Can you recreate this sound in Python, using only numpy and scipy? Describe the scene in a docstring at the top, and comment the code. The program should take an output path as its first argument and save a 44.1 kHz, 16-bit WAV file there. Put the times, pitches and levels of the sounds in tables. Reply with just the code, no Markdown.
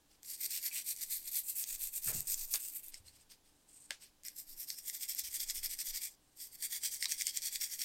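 """In a quiet workshop, close to the microphone, a small brass brush scrubs a wet, rusty metal part held over
a tub of liquid: about ten strokes a second, in three bouts. Clumped stick-slip impulses, scaled by the speed
of the hand, excite resonances that change with the grip; single wires snap free as short noise bursts.
In the long pause rubber gloves rub, as crackling grains, and the part takes one sharp knock while it is turned.
Damped mode clusters clink, noise puffs slap, and low rumble, hiss and wavering tones lie beneath."""
import sys
import numpy as np
from scipy import signal
from scipy.fft import rfft, irfft
from scipy.io import wavfile
from scipy.ndimage import uniform_filter1d

SR = 44100
rng = np.random.default_rng(int(sys.argv[2]) if len(sys.argv) > 2 else 0)


def output_pcm(signal):
    """Save a mono or channel-first signal as 16-bit PCM at the path in sys.argv[1].

    Samples are clipped to [-1, 1] before scaling.
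    """
    pcm = np.clip(np.atleast_2d(signal).T, -1, 1) * 32767
    wavfile.write(sys.argv[1], SR, np.round(pcm).astype(np.int16))


N = 345744
TIME = np.arange(N) / SR   # s

# Spectra give relative density, since each is normalised to unit energy.
# Workshop air and microphone hiss: frequency_hz, density_db_per_hz
AIR_SPECTRUM = [(18, -22), (30, 1.5), (68, -10.5), (134, -9.5), (295, -10), (702, -16), (780, -13.5),
                (1190, -19), (1390, -22), (1540, -18.5), (2230, -22), (2900, -20), (3140, -19), (7870, -21),
                (16000, -27)]
# Wavering room tones: pitch_hz, level_db
ROOM_TONES = [(69, -87.5), (152, -92), (300, -85.5), (328, -106)]
# Low rumble: frequency_hz, density_db_per_hz
RUMBLE_SPECTRUM = [(8, -16), (14, 5), (22, -13), (40, -26.5), (90, -50), (200, -56), (400, -48.5)]
# Swings of the arms, felt as rumble: centre_s, level_db, half_width_s (to 1/e)
ARM_SWINGS = [(1.162, -62, 0.14), (1.8, -54, 0.093), (2.33, -50.5, 0.29), (3.0, -65, .17),
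              (4.52, -60, 0.064), (5.58, -52.5, 0.17), (5.92, -54.5, 0.045), (7.16, -75, 0.031),
              (7.7, -74, 0.32)]
# A glove slides over the part or the brush: full_level_s, hold_s, rustle_db, hiss_db
GLOVE_RUBS = [(0.11, 0.035, -70.5, -76), (2.934, 0.039, -61, -59), (3.068, 0.021, -63, -63),
              (3.148, 0.02, -66, -70), (3.207, 0.0049, -67.5, -66), (3.318, 0.0054, -56.5, -62),
              (3.46, 0.044, -75.5, -75), (3.546, 0.1, -86, -80), (3.697, .16, -73, -60),
              (3.917, .005, -61, -70), (4.022, 0.01, -57, -61), (4.07, 0.01, -70, -86),
              (6.22, 0.21, -86, -79)]
# Dull rustle of a dragging glove: frequency_hz, density_db_per_hz
RUSTLE_SPECTRUM = [(1200, -19), (2000, -10), (2900, -6), (3600, -8.5), (5000, -1.5), (7000, -11),
                   (10000, -13), (13000, -9), (16000, -22)]
# Hiss of a sliding glove: frequency_hz, density_db_per_hz
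HISS_SPECTRUM = [(3500, -30), (6000, -16), (7200, -8), (8400, 1), (9300, -5), (10200, -23), (12500, -14.5),
                 (16000, -33)]
# Soft wet slaps and bumps of the hands, level before shaping: start_s, level_db, rise_s, t60_s, low_hz, high_hz
HAND_SLAPS = [(0.43, -69, 0.014, 0.17, 310, 455), (2.06, -50.5, 0.0031, 0.45, 60, 150),
              (2.066, -48.5, 0.018, 0.28, 1190, 2680), (2.086, -54, 0.0067, 0.39, 320, 776),
              (2.14, -46, 0.011, 0.26, 60, 158), (2.533, -45.5, 0.013, 0.18, 1560, 5500),
              (2.533, -57.5, 0.015, 0.12, 326, 1270), (2.961, -67.5, 0.037, 0.88, 60.4, 104),
              (3.907, -55, 0.0016, 0.09, 494, 910), (3.908, -49.5, 0.011, 0.18, 1730, 7540),
              (5.211, -67.5, 0.017, 0.69, 40, 86), (5.539, -59.5, 0.033, 0.21, 36, 63),
              (7.054, -52.5, 0.0013, 0.064, 860, 1300)]
# The loose part or one wire rings after a knock, level before decay: start_s, pitch_hz, level_db, t60_s
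PART_CLINKS = [(0.713, 2440, -53, 0.26), (0.753, 2960, -52.5, 0.2), (2.945, 5270, -50, 0.045),
               (3.082, 4260, -55, 0.058), (3.906, 1685, -43.5, .05), (3.908, 3300, -40.5, 0.022),
               (4.255, 5540, -47.5, 0.16), (7.057, 4600, -43, 0.11)]
# Wires snapping free and light knocks, level over 3 ms before a common trim:
# start_s, level_db, centre_hz, width_octaves
WIRE_SNAPS = [(0.2315, -47.5, 7150, 1.4), (0.249, -53, 6900, 0.77), (0.9635, -41, 8800, 0.34),
              (1.6399, -34.5, 6000, 0.89), (2.206, -30, 13000, 0.12), (2.3427, -28, 7450, 0.11),
              (2.5391, -26, 6840, 0.5), (2.5576, -30.5, 7460, 1.3), (2.883, -42, 12300, 0.17),
              (2.943, -40, 7300, 1.2), (3.083, -57, 5500, 1.5), (3.3122, -55, 8900, 1.8),
              (3.9075, -32, 4280, 3.5), (4.235, -50, 8600, 0.56), (4.2511, -45.5, 7900, 1.1),
              (4.2837, -36, 8000, 0.45), (4.703, -32, 5460, 0.86), (4.8984, -33, 7700, 1.2),
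              (5.1487, -34, 13300, 0.12), (5.1943, -31, 12000, 0.8), (5.499, -31, 7150, 1.9),
              (7.0259, -27.5, 3960, 0.75), (7.0443, -34, 5500, 2.1), (7.0565, -26.5, 3750, 0.72),
              (7.115, -36, 6600, 1.1), (7.121, -29, 5400, 1.2), (7.211, -32.5, 5970, 4.5),
              (7.2202, -28, 6250, 1), (7.269, -24.5, 6900, 0.52), (7.3727, -26, 7300, 0.5),
              (7.42, -38, 10400, 1.5), (7.5579, -33.5, 4230, 1.3), (7.6115, -37, 7700, 1)]
# Runs of scrubbing: end_s, alternation_db (every second stroke brighter, the others duller), landing_s
SCRUB_BOUTS = [(2.917, 1.5, 0.026), (6.16, 0.5, 0.017), (7.87, 0.5, 0.027)]
# One push or pull, lasting until the next or the end of the bout: start_s, peak_drive_db,
# peak_position (share of the stroke), breadth (no unit: below 1 a quick jab, near 2 an even drag)
BRUSH_STROKES = [(0.217, -43.5, 0.8, 0.95), (0.374, -34, 0.67, 0.71), (0.488, -38, 0.53, 2.1),
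                 (0.603, -34.0, 0.65, 0.68), (0.705, -37.5, 0.57, 1.3), (0.835, -38.0, 0.59, 1.2),
                 (0.951, -36.5, 0.67, 0.5), (1.068, -36, 0.45, 0.74), (1.218, -35, 0.78, 0.26),
                 (1.307, -35, 0.45, 1.2), (1.43, -31.5, 0.68, 0.33), (1.535, -37, 0.62, 1.8),
                 (1.651, -41.5, 0.6, 2.8), (1.772, -37.5, 0.45, 0.91), (1.907, -36, 0.62, 0.64),
                 (2.011, -34.5, 0.78, 1.47), (2.125, -38, 0.2, 1.7), (2.243, -36.5, 0.65, 1.56),
                 (2.361, -40.5, 0.24, 2.9), (2.471, -31.5, 0.69, 0.42), (2.588, -44, 0.22, 4.6),
                 (2.715, -40.5, 0.43, 0.65), (2.817, -53, 0.44, 3.5), (4.233, -45.0, 0.23, 0.55),
                 (4.34, -46, 0.48, 0.87), (4.446, -51.5, 0.73, 1.3), (4.557, -45, 0.58, 1.56),
                 (4.663, -44.5, 0.67, 2.3), (4.752, -40.5, 0.42, 0.33), (4.829, -38.5, 0.57, 0.68),
                 (4.925, -37.5, 0.33, 0.45), (4.99, -39.5, 0.53, 1.1), (5.072, -37.5, 0.41, 1.2),
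                 (5.145, -35.5, 0.67, 0.49), (5.227, -41.0, 0.47, 1.54), (5.303, -35, 0.66, 0.6),
                 (5.389, -39.0, 0.28, 1.6), (5.461, -34, 0.65, 0.49), (5.531, -40.5, 0.59, 2),
                 (5.607, -32.5, 0.61, 0.46), (5.683, -40.5, 0.41, 1.6), (5.764, -36, 0.58, 0.82),
                 (5.842, -40, 0.48, 2.4), (5.921, -37.5, 0.55, 1.0), (5.999, -43, 0.36, 1.5),
                 (6.101, -58, 0.1, 1.7), (6.348, -46, 0.55, 0.69), (6.501, -46.5, 0.55, 0.43),
                 (6.581, -38.5, 0.58, 1.06), (6.688, -38, 0.52, 1.34), (6.801, -36, 0.65, 0.96),
                 (6.901, -39, 0.37, 1.4), (6.989, -38, 0.54, 0.97), (7.078, -36, 0.34, 1.2),
                 (7.161, -34, 0.57, 0.45), (7.242, -36.0, 0.52, 0.93), (7.319, -35.5, 0.64, 0.43),
                 (7.406, -38, 0.47, 1.7), (7.501, -38.5, 0.61, 0.9), (7.584, -36.5, 0.47, 1.27),
                 (7.686, -34, 0.61, 0.41), (7.772, -37.5, 0.82, 2.4)]
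# A tuft sticks on an edge, then lets go at once: release_s, jump_db (negative jumps fall)
TUFT_BITES = [(0.404, 9), (0.866, 7), (1.325, -2), (2.271, 16), (2.739, -7), (4.36, 12), (4.879, 11),
              (4.942, -5), (5.091, 3), (5.246, -1), (5.631, 11), (5.788, 12), (6.623, 11), (6.833, 7),
              (7.100, 4), (7.445, 7), (7.613, 7.5), (7.791, 4)]
# Colour of the slipping wires: frequency_hz, density_db_per_hz
WIRE_SPECTRUM = [(300, -32), (1300, -32.5), (1650, -23), (2050, -18), (2900, -20), (4000, -15),
                 (6500, -8.5), (7600, -4.5), (8600, -1.5), (9400, -9.5), (10300, -12.5), (11600, -6),
                 (13000, -4), (15700, -12)]
# Nominal resonances of the part, damped by the hand: grip_taken_s, [centre_hz, width_hz, gain_db]
GRIP_MODES = [(0.0, [(2270, 1520, 11.5), (4600, 1760, 9.5), (5740, 300, 6.5), (12500, 760, -2)]),
              (1.428, [(2560, 330, 9), (4700, 330, 2.5), (7840, 520, 1), (15100, 440, 6)]),
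              (4.2, [(1950, 4300, 8), (4400, 1400, 3), (5050, 630, 12), (5720, 360, 10)]),
              (4.83, [(2160, 820, 8), (3390, 310, 8), (4930, 750, 6.5), (5600, 810, 6.5)]),
              (6.25, [(2090, 1200, 15), (3310, 440, 10.5), (4650, 430, 10.5), (5560, 530, 8),
              (13200, 1400, -3.5)])]
# Gain of the broad treble resonance of the scrape: time_s, gain_db
SCRAPE_BRIGHTNESS = [(0.3, 7), (0.6, 4.5), (1.35, 9), (1.7, 0.5), (1.95, 6.5), (2.1, -1.5), (2.6, 2),
                     (2.85, 9), (4.3, 11), (4.6, 7.5), (4.95, 1), (5.9, 2), (6.05, -1), (6.42, 1.5),
                     (6.55, 4.5), (7.05, -0.5), (7.35, -2.5), (7.8, 3)]
# Gain of the low ring of the part around 2 kHz: time_s, gain_db
LOW_RING = [(0.3, -6), (0.85, -0.5), (1.1, -7), (1.8, -1), (2.2, -5), (2.65, -7), (2.85, 5), (4.27, 13.5),
            (4.4, -4), (4.85, -3), (5.05, -1), (6.05, 1), (6.4, -11.5), (6.7, -4), (6.9, -10.5), (7.8, -5)]

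AIR_DB, STILL_RUMBLE_DB = -72, -78
ROOM_T60_S, ROOM_DB = 0.097, -15
RUB_ATTACK_S, RUB_T60_S = 0.027, 0.14
TURN_DIP_DB = 19.5   # how much quieter the brush is where it turns
BEND_S = 0.015       # the wires need this long to take up a change of force
LIFT_S = 0.0098      # the brush leaves the part at the end of a bout
CUTOFF_HZ = 15900


def from_db(db):
    """Amplitude gain is a power of ten of the level in decibels over twenty."""
    return 10 ** (np.asarray(db) / 20)


def rms_one(x):
    """Division by the root mean square sets the effective amplitude to 1."""
    return x / np.sqrt(np.mean(x ** 2) + 1e-20)


def band(x, low_hz, high_hz, order=2):
    """A Butterworth band-pass has a maximally flat passband; its edges are kept below half the sample rate."""
    high_hz = min(high_hz, 0.48 * SR)
    low_hz = min(low_hz, high_hz / 1.1)
    sos = signal.butter(order, [low_hz, high_hz], "band", fs=SR, output="sos")
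    return signal.sosfilt(sos, x)


def drift(rate_hz):
    """Interpolated random values make a smooth fluctuation of rms 1 with a new value at the given rate."""
    values = rng.standard_normal(N // 4)
    return rms_one(np.interp(TIME * rate_hz, np.arange(len(values)), values))


def limited_drift(rate_hz):
    """The same fluctuation, held within two standard deviations."""
    return np.clip(drift(rate_hz), -2, 2)


def body(spectrum, modes=(), size=8192):
    """Folding the cepstrum of a spectrum with resonances gives a minimum-phase response of unit energy."""
    hz = np.maximum(np.arange(size // 2 + 1) * SR / size, 1)
    points = np.array(spectrum)
    level_db = np.interp(np.log(hz), np.log(points[:, 0]), points[:, 1])
    for centre_hz, width_hz, gain_db in modes:
        level_db += gain_db / (1 + (2 * (hz - centre_hz) / width_hz) ** 2)
    cepstrum = irfft(np.log(from_db(level_db)))
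    # keep only the causal half
    cepstrum[1:size // 2] *= 2
    cepstrum[size // 2 + 1:] = 0
    response = irfft(np.exp(rfft(cepstrum)))
    return response / np.sqrt(np.sum(response ** 2))


def through(x, response):
    """A linear resonator's output is the convolution of its input with its impulse response."""
    return signal.oaconvolve(x, response)[:N]


def grains(per_s, spread_db, clump_db, clump_rate_hz):
    """Random impulses of uneven size, gathered in clumps, model many tiny slips; rms 1."""
    born = rng.random(N) < per_s / SR
    sizes = rng.choice([-1, 1], N) * from_db(spread_db * rng.standard_normal(N))
    return rms_one(born * sizes * from_db(clump_db * limited_drift(clump_rate_hz)))


def workshop_air():
    """Filtered noise is a steady hiss; amplitude and phase modulation make the low tones waver."""
    air = from_db(AIR_DB) * through(rng.standard_normal(N), body(AIR_SPECTRUM))
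    tones = np.zeros(N)
    for pitch_hz, level_db in ROOM_TONES:
        swell = 1 + 0.5 * drift(11)
        phase = 2 * np.pi * pitch_hz * TIME + 1.38 * drift(26)   # rad
        tones += from_db(level_db) * rms_one(swell * np.sin(phase))
    return air + tones


def room(x, delay_s=0.0058, size=16384):
    """Dense late reflections from bench and walls act as exponentially decaying noise after a short delay."""
    age = np.arange(size) / SR
    noise = band(rng.standard_normal(size), 300, 8200, order=1)
    tail = noise * from_db(-60 * age / ROOM_T60_S) * (age > delay_s)
    return x + from_db(ROOM_DB) * through(x, tail / np.sqrt(np.sum(tail ** 2)))


def rumble():
    """Very low noise is amplitude-modulated by Gaussian swells as the arms swing."""
    level = np.full(N, from_db(STILL_RUMBLE_DB))
    for centre_s, level_db, half_width_s in ARM_SWINGS:
        level += from_db(level_db) * np.exp(-((TIME - centre_s) / half_width_s) ** 2)
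    return level * rms_one(through(rng.standard_normal(N), body(RUMBLE_SPECTRUM, size=32768)))


def gloves():
    """Friction of wet rubber is a train of fine slips, dull when it drags and hissing when it slides."""
    rustle, hiss = np.zeros(N), np.zeros(N)
    for full_s, hold_s, rustle_db, hiss_db in GLOVE_RUBS:
        attack = np.clip(1 + (TIME - full_s) / RUB_ATTACK_S, 0, 1)
        decay = from_db(-60 * np.clip((TIME - full_s - hold_s) / RUB_T60_S, 0, 2))
        rustle += from_db(rustle_db) * attack * decay
        hiss += from_db(hiss_db) * attack * decay
    out = np.zeros(N)
    for level, spectrum in [(rustle, RUSTLE_SPECTRUM), (hiss, HISS_SPECTRUM)]:
        crackle = grains(per_s=9000, spread_db=3.0, clump_db=2.5, clump_rate_hz=160)
        out += through(level * crackle, body(spectrum))
    return out


def slaps(lump_db=1.5, lump_rate_hz=90, size=16384):
    """A soft impact is band-limited noise that rises linearly and decays exponentially, with uneven level."""
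    out, age = np.zeros(N + size), np.arange(size) / SR
    for start_s, level_db, rise_s, t60_s, low_hz, high_hz in HAND_SLAPS:
        decay = from_db(-60 * np.maximum(age - rise_s, 0) / t60_s)
        shape = np.minimum(age / rise_s, 1) * decay
        puff = rms_one(band(rng.standard_normal(size), low_hz, high_hz))
        at = round(start_s * SR)
        out[at:at + size] += from_db(level_db) * shape * puff
    return out[:N] * from_db(lump_db * limited_drift(lump_rate_hz))


def clinks(spread=0.07, count=9, size=16384):
    """A knock excites a cluster of close modes, whose energy the glove quickly damps."""
    out, age = np.zeros(N + size), np.arange(size) / SR
    for start_s, pitch_hz, level_db, t60_s in PART_CLINKS:
        pitches_hz = pitch_hz * (1 + spread * rng.uniform(-1.2, 1, count))
        cycles = pitches_hz[:, None] * age + rng.random((count, 1))
        cluster = np.sin(2 * np.pi * cycles).sum(axis=0)
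        at = round(start_s * SR)
        out[at:at + size] += from_db(level_db) * rms_one(cluster) * from_db(-60 * age / t60_s)
    return out[:N]


def snaps(t60_s=0.0065, crack_db=11, trim_db=-2.5, size=2048):
    """Sudden release of strain is an impulse with a few milliseconds of chatter, coloured by the brush."""
    out, age = np.zeros(N + size), np.arange(size) / SR
    colour = body(WIRE_SPECTRUM, [(2030, 1130, 19.8), (4530, 4800, 15.6)])[:size]
    window = 0.003 * SR   # samples over which the level is defined
    for start_s, level_db, centre_hz, octaves in WIRE_SNAPS:
        chatter = rng.standard_normal(size) * from_db(-60 * age / t60_s)
        chatter[0] = from_db(crack_db)
        coloured = signal.fftconvolve(chatter, colour)[:size]
        half_band = 2 ** (octaves / 2)
        snap = band(coloured, centre_hz / half_band, centre_hz * half_band, order=1)
        at = round(start_s * SR)
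        out[at:at + size] += from_db(level_db) * snap * np.sqrt(window / np.sum(snap ** 2))
    return from_db(trim_db) * out[:N]


def strokes():
    """Reciprocating motion splits into strokes: start_s, end_s, drive_db, peak_position, breadth, brightness_db."""
    rows, begin_s = [], 0
    for end_s, swing_db, _ in SCRUB_BOUTS:
        bout = [row for row in BRUSH_STROKES if begin_s <= row[0] < end_s]
        turns = [row[0] for row in bout[1:]] + [end_s]
        for k, ((start_s, drive_db, crest, breadth), stop_s) in enumerate(zip(bout, turns)):
            brightness_db = swing_db if k % 2 else -swing_db   # push and pull differ
            rows.append((start_s, stop_s, drive_db, crest, breadth, brightness_db))
        begin_s = end_s
    return rows


def stroke_force():
    """Hand speed follows a skewed half sine between turns; the excitation follows that speed."""
    force = np.zeros(N)
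    for start_s, stop_s, drive_db, crest, breadth, _ in strokes():
        span = slice(int(start_s * SR), int(stop_s * SR))
        fastest_s = start_s + np.clip(crest, 0.1, 0.9) * (stop_s - start_s)
        phase = np.interp(TIME[span], [start_s, fastest_s, stop_s], [0, np.pi / 2, np.pi])
        speed = np.sin(phase)
        force[span] = from_db(drive_db - TURN_DIP_DB * (1 - speed) ** breadth)
    return uniform_filter1d(force, max(int(BEND_S * SR), 1))


def contact():
    """Excitation needs contact: the share of wires touching rises at each bout's start and falls at its end."""
    touching, begin_s = np.zeros(N), 0
    for end_s, _, landing_s in SCRUB_BOUTS:
        first_s = min(row[0] for row in BRUSH_STROKES if row[0] >= begin_s)
        landing = np.clip((TIME - first_s) / landing_s, 0, 1)
        lifting = np.clip((end_s - TIME) / LIFT_S, 0, 1)
        touching += landing * lifting
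        begin_s = end_s
    return touching


def stick_and_slip(stick_s=0.041, slip_s=0.0046):
    """Stick-slip as a level in dB: it departs from the mean, jumps across it at release, then relaxes."""
    level_db = np.zeros(N)
    for release_s, jump_db in TUFT_BITES:
        near = np.abs(TIME - release_s) < 0.1
        age = TIME[near] - release_s
        time_constant_s = np.where(age < 0, stick_s, slip_s)
        level_db[near] += 0.5 * jump_db * np.sign(age) * np.exp(-np.abs(age) / time_constant_s)
    return level_db


def slipping_wires(spread_db=1.5, patchy_db=0.99, own_clump_db=1.73, clump_db=1.26, catch_db=1.5,
                   flicks_per_s=260, flick_db=-8):
    """Partly correlated slips: long and short wire ends chatter in their own bands but catch in tufts together."""
    edges_hz = [100, 3200, 6500, 10500, 20000]
    registers = np.zeros(N)
    for low_hz, high_hz in zip(edges_hz, edges_hz[1:]):
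        chatter = band(grains(14000, spread_db, own_clump_db, 300), low_hz, high_hz, order=4)
        registers += chatter * from_db(patchy_db * drift(35))
    shared_db = clump_db * limited_drift(900) + catch_db * limited_drift(170)
    scrape = rms_one(registers * from_db(shared_db))
    # stiffer wires flick off the edge one by one
    flicks = grains(flicks_per_s, spread_db=2.5, clump_db=5.0, clump_rate_hz=53)
    return rms_one(scrape + from_db(flick_db) * flicks)


def stroke_modes(middle_s, brightness_db, detune=0.025, grip_db=0.5, contact_db=3.5):
    """Boundary conditions set the modes: grip shifts and damps them, and each landing spot favours a few others."""
    held = [modes for taken_s, modes in GRIP_MODES if taken_s < middle_s][-1]
    modes = []
    for centre_hz, width_hz, gain_db in held:
        shifted_hz = centre_hz * np.exp(detune * rng.standard_normal())
        modes.append((shifted_hz, width_hz, gain_db + grip_db * rng.standard_normal()))
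    for spot_hz in np.exp(rng.uniform(np.log(2000), np.log(15000), size=12)):
        modes.append((spot_hz, 0.081 * spot_hz, contact_db * rng.uniform(-1.18, 1)))
    ring_db = np.interp(middle_s, *np.transpose(LOW_RING))
    bright_db = np.interp(middle_s, *np.transpose(SCRAPE_BRIGHTNESS)) + brightness_db
    # a brighter stroke trades middle for top
    return modes + [(2160, 2500, ring_db), (5600, 2200, -0.5 * bright_db), (12100, 7100, bright_db)]


def brush(size=2048):
    """Source and resonator: slips scaled by hand speed and contact ring the part as it is held in each stroke."""
    slips = from_db(stick_and_slip()) * contact() * stroke_force() * slipping_wires()
    out = np.zeros(N + size)
    for start_s, stop_s, *_, brightness_db in strokes():
        first, last = int(start_s * SR), min(int(stop_s * SR), N)
        modes = stroke_modes((start_s + stop_s) / 2, brightness_db)
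        response = body(WIRE_SPECTRUM, modes, size=size)
        out[first:last + size - 1] += signal.fftconvolve(slips[first:last], response)
    return out[:N]


def scene():
    """Superposition of brush and part in the room, with hands and air; the two channels are almost alike."""
    in_room = room(brush() + snaps() + clinks())
    sound = in_room + slaps() + gloves() + rumble() + workshop_air()
    # only a faint hiss and a faint late copy of the treble differ between the ears
    hiss = from_db(-91.5) * rms_one(band(rng.standard_normal(N), 50, 900, order=1))
    late = np.pad(sound, (410, 0))[:N]   # 410 samples, about 9.3 ms
    side = hiss + from_db(-46.5) * band(late, 11000, 0.48 * SR, order=1)
    return sound + side * np.array([[1], [-1]])


def record(dry):
    """An elliptic low-pass trades passband ripple for a steep cut of the top."""
    sos = signal.ellip(12, 0.1, 80, CUTOFF_HZ, fs=SR, output="sos")
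    return signal.sosfilt(sos, dry)


dry = scene()
out = record(dry)
output_pcm(out)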